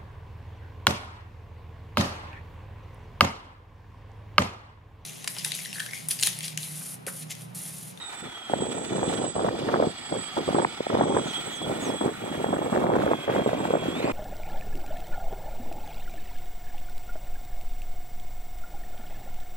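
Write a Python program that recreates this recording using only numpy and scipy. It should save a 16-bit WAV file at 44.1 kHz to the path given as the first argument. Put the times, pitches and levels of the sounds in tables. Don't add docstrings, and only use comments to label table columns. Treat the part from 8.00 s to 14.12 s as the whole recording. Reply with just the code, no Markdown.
import sys
import numpy as np
from scipy import signal
from scipy.fft import rfft, irfft, next_fast_len
from scipy.io import wavfile
from scipy.ndimage import uniform_filter1d, minimum_filter1d, map_coordinates

SR = 44100
rng = np.random.default_rng(int(sys.argv[2]) if len(sys.argv) > 2 else 0)


def dump(signal):
    limited = np.clip(np.atleast_2d(signal).T, -1, 1)
    pcm = np.round(limited * 32767).astype(np.int16)
    wavfile.write(sys.argv[1], SR, pcm)


N = 269892

# time_s, pitch_hz
SWITCHING_PITCH = [(0, 7798), (3.4, 7800), (4.2, 7768), (5.1, 7697), (5.94, 7676), (6.12, 7620)]
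# time_s, level_db
WHISTLE_LEVEL = [(0.0, -51), (0.41, -55.5), (0.61, -46.5), (1.22, -43), (1.64, -60.5), (2.12, -44),
                 (2.42, -55.5), (2.54, -45.5), (2.92, -57.5), (3.12, -43.5), (4.8, -53.5), (4.95, -59),
                 (5.95, -52.5)]
# time_s, pitch_hz
MOTOR_PITCH = [(0, 3830), (.32, 3320), (.47, 3262), (.75, 3322), (1.1, 3328), (1.45, 3280), (1.9, 3325),
               (2.5, 3272), (2.95, 3345), (3.38, 3278), (3.6, 3338), (4.0, 3338), (4.38, 3265),
               (4.68, 3325), (5.1, 3315), (5.42, 3250), (5.75, 3305), (5.93, 3298), (6.02, 3970),
               (6.12, 5400)]
# time_s, level_db
WHINE_LEVEL = [(0.04, -45), (0.18, -55.5), (0.33, -49.5), (0.64, -45), (0.8, -59), (1.1, -50), (1.3, -56.5),
               (2.2, -47), (2.7, -54.5), (3.29, -44.5), (3.36, -33), (3.49, -47), (3.63, -35.5),
               (3.71, -54), (4.0, -44), (4.15, -57), (4.3, -46.5), (4.85, -56.5), (5.4, -43.5), (5.56, -52),
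               (5.93, -44.5), (6.02, -50), (6.12, -62)]
# middle_s, half_length_s, multiple_of_whine (ratio), level_db
MOTOR_PARTIALS = [(1.05, .4, 2, -61.5), (2.16, 1.07, 1.5, -61), (3.66, 0.57, 2, -67),
                  (3.2, 1.4, 2 / 3, -56)]
# middle_s, half_length_s, distance_below_whistle (multiples of the whine), level_db
SIDE_TONES = [(.95, .35, .5, -65), (2.1, .7, 1, -59), (3.2, .25, .5, -60)]
LOAD_SAG_HZ = 4
SHUDDER = 0.04
SMEAR_NEAR, SMEAR_PER_DOUBLING = 0.15, 0.3


def drive():
    t = np.arange(N) / SR
    smear = SMEAR_NEAR + SMEAR_PER_DOUBLING * remoteness()
    switching_hz = curves(SWITCHING_PITCH)[0]
    whistle_db = curves(WHISTLE_LEVEL)[0]
    motor_hz = curves(MOTOR_PITCH)[0]
    whine_db = curves(WHINE_LEVEL)[0]
    whistle = amp(2.5 * wobble(30)) * scattered(switching_hz, share=smear, width_hz=23.5)

    load_db = wobble(30)
    race_hz = np.maximum(motor_hz - np.median(motor_hz), 0)
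    shudder_hz = SHUDDER * race_hz * wobble(300)
    whine_hz = motor_hz - LOAD_SAG_HZ * load_db + shudder_hz
    whine = amp(load_db) * scattered(whine_hz, share=smear, width_hz=21)

    partials = [(middle, half, order * motor_hz, db) for middle, half, order, db in MOTOR_PARTIALS]
    partials += [(middle, half, switching_hz - order * motor_hz, db)
                 for middle, half, order, db in SIDE_TONES]
    faint = 0
    for middle, half, hz, db in partials:
        swell = np.exp(-((t - middle) / half) ** 4)
        faint = faint + amp(db) * swell * scattered(hz, share=3 * smear, width_hz=55)
    return amp(whistle_db) * whistle + amp(whine_db) * whine + faint


def scattered(pitch, share, width_hz):
    def ripple_band(hz):
        return 1 / (1 + (hz / width_hz) ** 2) ** .5 / (1 + (hz / 600) ** 4)

    noise = filtered(rng.standard_normal((2, 3, N)), ripple_band)
    paths = unit(noise[0]) + 1j * unit(noise[1])
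    ripples = paths[0] + paths[1:]
    share = np.clip(share, 0, 1)
    carrier = np.exp(2j * np.pi * np.cumsum(pitch) / SR)
    return np.sqrt(2) * np.real((np.sqrt(1 - share) + np.sqrt(share) * ripples) * carrier)


# frequency_hz, relative_level_db (per Hz)
CHURN_SPECTRUM = [(150, -16), (750, 1), (2300, -2.5), (2700, -7.5), (4000, -22.5), (10000, -40)]
RUSH_SPECTRUM = [(2400, -6), (3000, 0.5), (3600, 4), (4500, -8.5), (7000, -12.5), (9000, -52)]
MIST_SPECTRUM = [(4000, 8), (9300, 3.5), (11000, -5), (15500, -20)]
FIZZ_SPECTRUM = [(5000, -5.5), (9000, -2), (15500, -6)]
FROTH_SPECTRUM = [(700, -22), (1900, -6), (2500, 2), (3300, -18), (8000, -52)]
# time_s, level_db
RUSH_LEVEL = [(0.25, -51), (1.22, -45.5), (2.26, -47), (3.32, -43), (4.4, -49.5), (5.9, -49)]
# time_s, level_db
GURGLE_LEVEL = [(4.6, -68.5), (5.3, -46), (5.92, -49), (6.07, -37.5)]
# time_s, change_db, half_width_s
LEAPS_AND_DIPS = [(0.718, 8, 0.013), (0.849, 7, .008), (1.115, 5.5, 0.04), (1.36, 7, .005),
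                  (2.37, 6, 0.025), (2.99, -4, 0.17), (5.78, -5, .04)]
CHURN_DB, CHURN_LOSS_DB = -42.5, 3.5
FIZZ_DB, FIZZ_LOSS_DB = -62, 15.5
MIST_DB = -54.5


def spray():
    far = remoteness()
    chop = .5 + 0.4 * far
    t = np.arange(N) / SR
    skip_db = chop * (2.5 * wobble(14) + 2.7 * wobble(80))
    change_db = sum(db * np.exp(-((t - s) / width) ** 2) for s, db, width in LEAPS_AND_DIPS)

    churn = amp(CHURN_DB - CHURN_LOSS_DB * far) * water(CHURN_SPECTRUM)
    rush = amp(curves(RUSH_LEVEL)[0]) * water(RUSH_SPECTRUM)
    mist = amp(MIST_DB + chop * wobble(14.0)) * water(MIST_SPECTRUM)
    fizz = amp(FIZZ_DB - FIZZ_LOSS_DB * far) * water(FIZZ_SPECTRUM)
    gurgle = amp(curves(GURGLE_LEVEL)[0]) * water(FROTH_SPECTRUM)

    coarse = combed(amp(change_db / 2) * churn + amp(0.9 * change_db) * rush)
    fine = amp(change_db) * (mist + fizz)
    return amp(skip_db) * (gurgle + coarse + fine)


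# frequency_hz, likeness (0 to 1)
BOAT_ALIKE = [(200, .8), (3500, .65), (6000, .25)]


def water(spectrum):
    z = signal.stft(rng.standard_normal((2, N)), nperseg=512)[2]
    field = uniform_filter1d(rng.standard_normal(z.shape[1:]), size=2, axis=0)
    field = uniform_filter1d(field, size=12, axis=1)
    pair = signal.istft(z * amp(1.3 * unit(field)), nperseg=512)[1][:, :N]

    def mid_and_side(hz):
        turn = np.arccos(np.clip(along(BOAT_ALIKE, hz), -1, 1)) / 2
        return amp(along(spectrum, hz)) * [np.cos(turn), np.sin(turn)]

    mid, side = filtered(pair, mid_and_side)
    return unit(np.array([mid + side, mid - side]))


# time_s, spacing_hz
NOTCH_SPACING = [(0, 548), (2.2, 522), (3.1, 550), (4.6, 520), (5.4, 445), (6.1, 400)]
BOUNCE_SHARE = 0.42


def combed(x):
    t = np.arange(N) / SR
    lag_s = 1 / curves(NOTCH_SPACING)[0]
    bounce = np.array([np.interp(t - lag_s, t, side) for side in x])
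    return x - BOUNCE_SHARE * bounce


# time_s, distance_from_microphone_m
DISTANCE = [(0, 24.2), (2.95, 22), (3.4, 14.1), (4.8, 15.3), (6.12, 15.8)]
NEAR_M = 16


def remoteness():
    return np.log2(curves(DISTANCE)[0] / NEAR_M)


# time_s, swing_db, pitch_hz
HARD_EDDIES = [(0.499, -18.5, 700), (0.537, -7, 746), (0.624, -15, 397), (1.031, -13, 760),
               (1.081, -17.5, 331), (1.448, -10.5, 535), (1.76, -13.5, 702), (1.802, -8, 533),
               (1.826, -8.5, 567), (1.872, -15, 362), (2.126, -15, 624), (2.49, -12, 520),
               (2.586, -10, 714), (2.65, -1.5, 920), (2.807, -15, 490), (2.869, -16, 680),
               (2.953, -11, 610), (3.011, -6.5, 735), (4.061, -13.5, 437), (4.444, -12.5, 725),
               (4.774, -12, 453), (4.894, -15, 590), (4.965, -9, 600), (5.066, -11, 507), (5.115, -9, 600),
               (5.135, -10.5, 930), (5.463, -10.5, 490), (5.477, -13, 407), (5.533, -11.5, 555),
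               (5.655, -13, 784), (5.709, -12, 480), (5.739, -9.5, 566), (5.755, -9.5, 615),
               (5.887, -16, 284), (6.045, -16, 374)]
# frequency_hz, relative_level_db (per Hz)
RUMBLE_SPECTRUM = [(20, -55), (60, -13.5), (130, -1.5), (900, -61)]
# frequency_hz, left_lead_rad
WIND_LEAD = [(40, 0.083), (200, 0.85), (1200, 1.93)]
TYPICAL_GUST_DB = -30
RUMBLE_DB, RUMBLE_GROWS = -44, 0.93
BODY_DB = -27.5
EDGE_DB, EDGE_GROWS = -33, 1.15
CRACK_DB, THUD_DB = -10.5, -9
BREAKUP_S = 0.003


def wind():
    gust_db = gusts() - TYPICAL_GUST_DB + 2.2 * wobble(100)
    body_train = flutter(gust_db, count=3000, centre_hz=391.6, spread=0.4, spiky_db=4)
    body = amp(BODY_DB + gust_db) * body_train
    edge_trains = [flutter(gust_db, count=2000, centre_hz=655, spread=0.39, spiky_db=0.5)
                   for _ in range(2)]
    edge = amp(EDGE_DB + EDGE_GROWS * gust_db) * np.array(edge_trains)

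    noise = rng.standard_normal(N) + rng.standard_normal((2, N)) / 2
    lows = filtered(noise, lambda hz: amp(along(RUMBLE_SPECTRUM, hz)))
    rumble = amp(RUMBLE_DB + RUMBLE_GROWS * gust_db) * unit(lows)

    s, db, hz = np.transpose(HARD_EDDIES)
    hardest = puffs(s, amp(db), hz, cycles=0.95)
    crack_s = s + BREAKUP_S * rng.uniform(-0.98, 1, len(s))
    crack = puffs(crack_s, amp(db + CRACK_DB), 2 * hz, cycles=0.89)
    thud_s = s + BREAKUP_S * rng.uniform(-0.94, 1, len(s))
    thud = puffs(thud_s, amp(db + THUD_DB), hz / 2, cycles=0.63)

    wind_tilt = [(100, 0), (500, -1.4)]  # frequency_hz, left_minus_right_db
    return ports(body + edge + rumble + hardest + crack + thud, WIND_LEAD, wind_tilt)


# start_s, length_s, strength_db
GUSTS = [(0.223, 0.048, -44), (0.506, 0.17, -34), (0.663, 0.3, -37.5), (0.907, 0.36, -32.5),
         (1.357, 0.13, -31), (1.494, 0.21, -35), (1.674, 0.17, -28), (2.115, 0.057, -31.5),
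         (2.368, 0.023, -28.5), (2.479, 0.028, -30), (2.548, 0.07, -27), (2.902, 0.29, -28),
         (3.21, 0.074, -36.5), (3.371, 0.024, -41), (3.467, 0.013, -38.5), (3.616, 0.33, -34.5),
         (3.689, 0.023, -26.5), (3.875, 0.025, -30), (4.012, 0.067, -28.5), (4.219, 0.31, -36),
         (4.442, 0.24, -32), (4.725, 0.4, -27.5), (5.282, 0.13, -28), (5.467, 0.31, -32.5),
         (5.819, 0.27, -34.5), (6.046, 0.096, -31.5)]
GUST_ATTACK_S, GUST_RELEASE_S = 0.012, 0.079
BREEZE_DB, BREEZE_DB_PER_S = -61, 3.5


def gusts():
    t = np.arange(N) / SR
    strength_db = BREEZE_DB + BREEZE_DB_PER_S * t
    for start, length, db in GUSTS:
        before = np.maximum(start - t, 0) / GUST_ATTACK_S
        after = np.maximum(t - start - length, 0) / GUST_RELEASE_S
        strength_db = np.maximum(strength_db, db - 20 * (before + after))
    return strength_db


EDDY_RISE_PER_DB = 0.02


def flutter(gust_db, count, centre_hz, spread, spiky_db):
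    at = rng.integers(N, size=count)
    scatter = spread * np.clip(rng.standard_normal(count), -2, 2)
    pitch = centre_hz * np.exp(EDDY_RISE_PER_DB * gust_db[at] + scatter)
    spikes_db = spiky_db * np.minimum(rng.exponential(size=count), np.pi)
    sizes = np.sqrt(pitch) * amp(spikes_db)
    train = puffs(at / SR, sizes, pitch, cycles=0.72)
    power = uniform_filter1d(uniform_filter1d(train ** 2, size=900), size=900)
    return train / np.sqrt(np.abs(power) + 1e-9)


def puffs(times, sizes, hz, cycles):
    t = np.arange(-SR // 80, SR // 80)
    turns = hz[:, None] * t / SR
    swell = np.exp(-(turns / cycles) ** 2)
    phase = rng.random((len(times), 1))
    waves = sizes[:, None] * swell * np.cos(2 * np.pi * (turns + phase))
    index = np.clip(np.round(times[:, None] * SR).astype(int) + t, -1, N) + 1
    return np.bincount(index.ravel(), waves.ravel(), N + 2)[1:-1]


# start_s, level_db, length_s
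BIRD_CALLS = [(3.252, -49, 0.12), (3.514, -48, 0.079), (3.808, -44.5, 0.13)]
# time_after_start_s, pitch_hz, relative_level_db
CALL_SHAPE = [(0, 6600, -7), (0.013, 7000, -1), (.04, 6530, 0.5), (.105, 4870, -10)]
CALL_RELEASE_S = 0.016
BIRD_SMEAR = 0.2


def bird():
    after, hz, db = np.transpose(CALL_SHAPE)
    t = np.arange(N) / SR
    song = 0
    for start, level, length in BIRD_CALLS:
        envelope = amp(level + np.interp(t, start + after, db, -120, -120))
        release = np.clip((start + length - t) / CALL_RELEASE_S, 0, 1)
        tone = scattered(np.interp(t, start + after, hz), share=BIRD_SMEAR, width_hz=140)
        song = song + envelope * release * tone
    return song * amp([[-4], [-1]])


def amp(db):
    return 10 ** (np.asarray(db) / 20)


def unit(x):
    return x / np.sqrt(np.mean(x ** 2) + 1e-20)


def along(points, hz):
    f, v = np.transpose(points)
    return np.interp(np.log(hz + 1), np.log(f + 1), v)


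def curves(rows):
    s, *cols = np.transpose(rows)
    return [np.interp(np.arange(N) / SR, s, c) for c in cols]


def wobble(rate):
    knots = rng.standard_normal(int(N * rate / SR) + 4)
    return map_coordinates(knots, [np.arange(N) * rate / SR])


def filtered(x, response):
    m = next_fast_len(N + SR // 2)
    return irfft(rfft(x, m) * response(np.fft.rfftfreq(m, 1 / SR)), m)[..., :N]


def ports(x, lead, tilt):
    sides = np.array([[.5], [-.5]])

    def response(hz):
        return np.exp(1j * sides * along(lead, hz)) * amp(sides * along(tilt, hz))

    return filtered(x, response)


# frequency_hz, left_lead_rad
BOAT_LEAD = [(300, 0.84), (900, 1.7), (1800, -2), (3300, -1.48), (7800, -3)]
# frequency_hz, left_minus_right_db
BOAT_TILT = [(200, -1), (2700, -1.5), (4500, -5), (5400, 0), (6800, -8), (12000, -17)]


def scene():
    boat = ports(drive() + spray(), BOAT_LEAD, BOAT_TILT)
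    return boat + wind() + bird()


TOP_HZ = 15780


def record(dry):
    needed = np.minimum(1, 0.45 / (np.abs(dry).max(axis=0) + 1e-9))
    held = minimum_filter1d(needed, size=600, origin=250)
    gain = uniform_filter1d(held, size=80)
    return filtered(dry * gain, lambda hz: hz < TOP_HZ)


dry = scene()
out = record(dry)
dump(out)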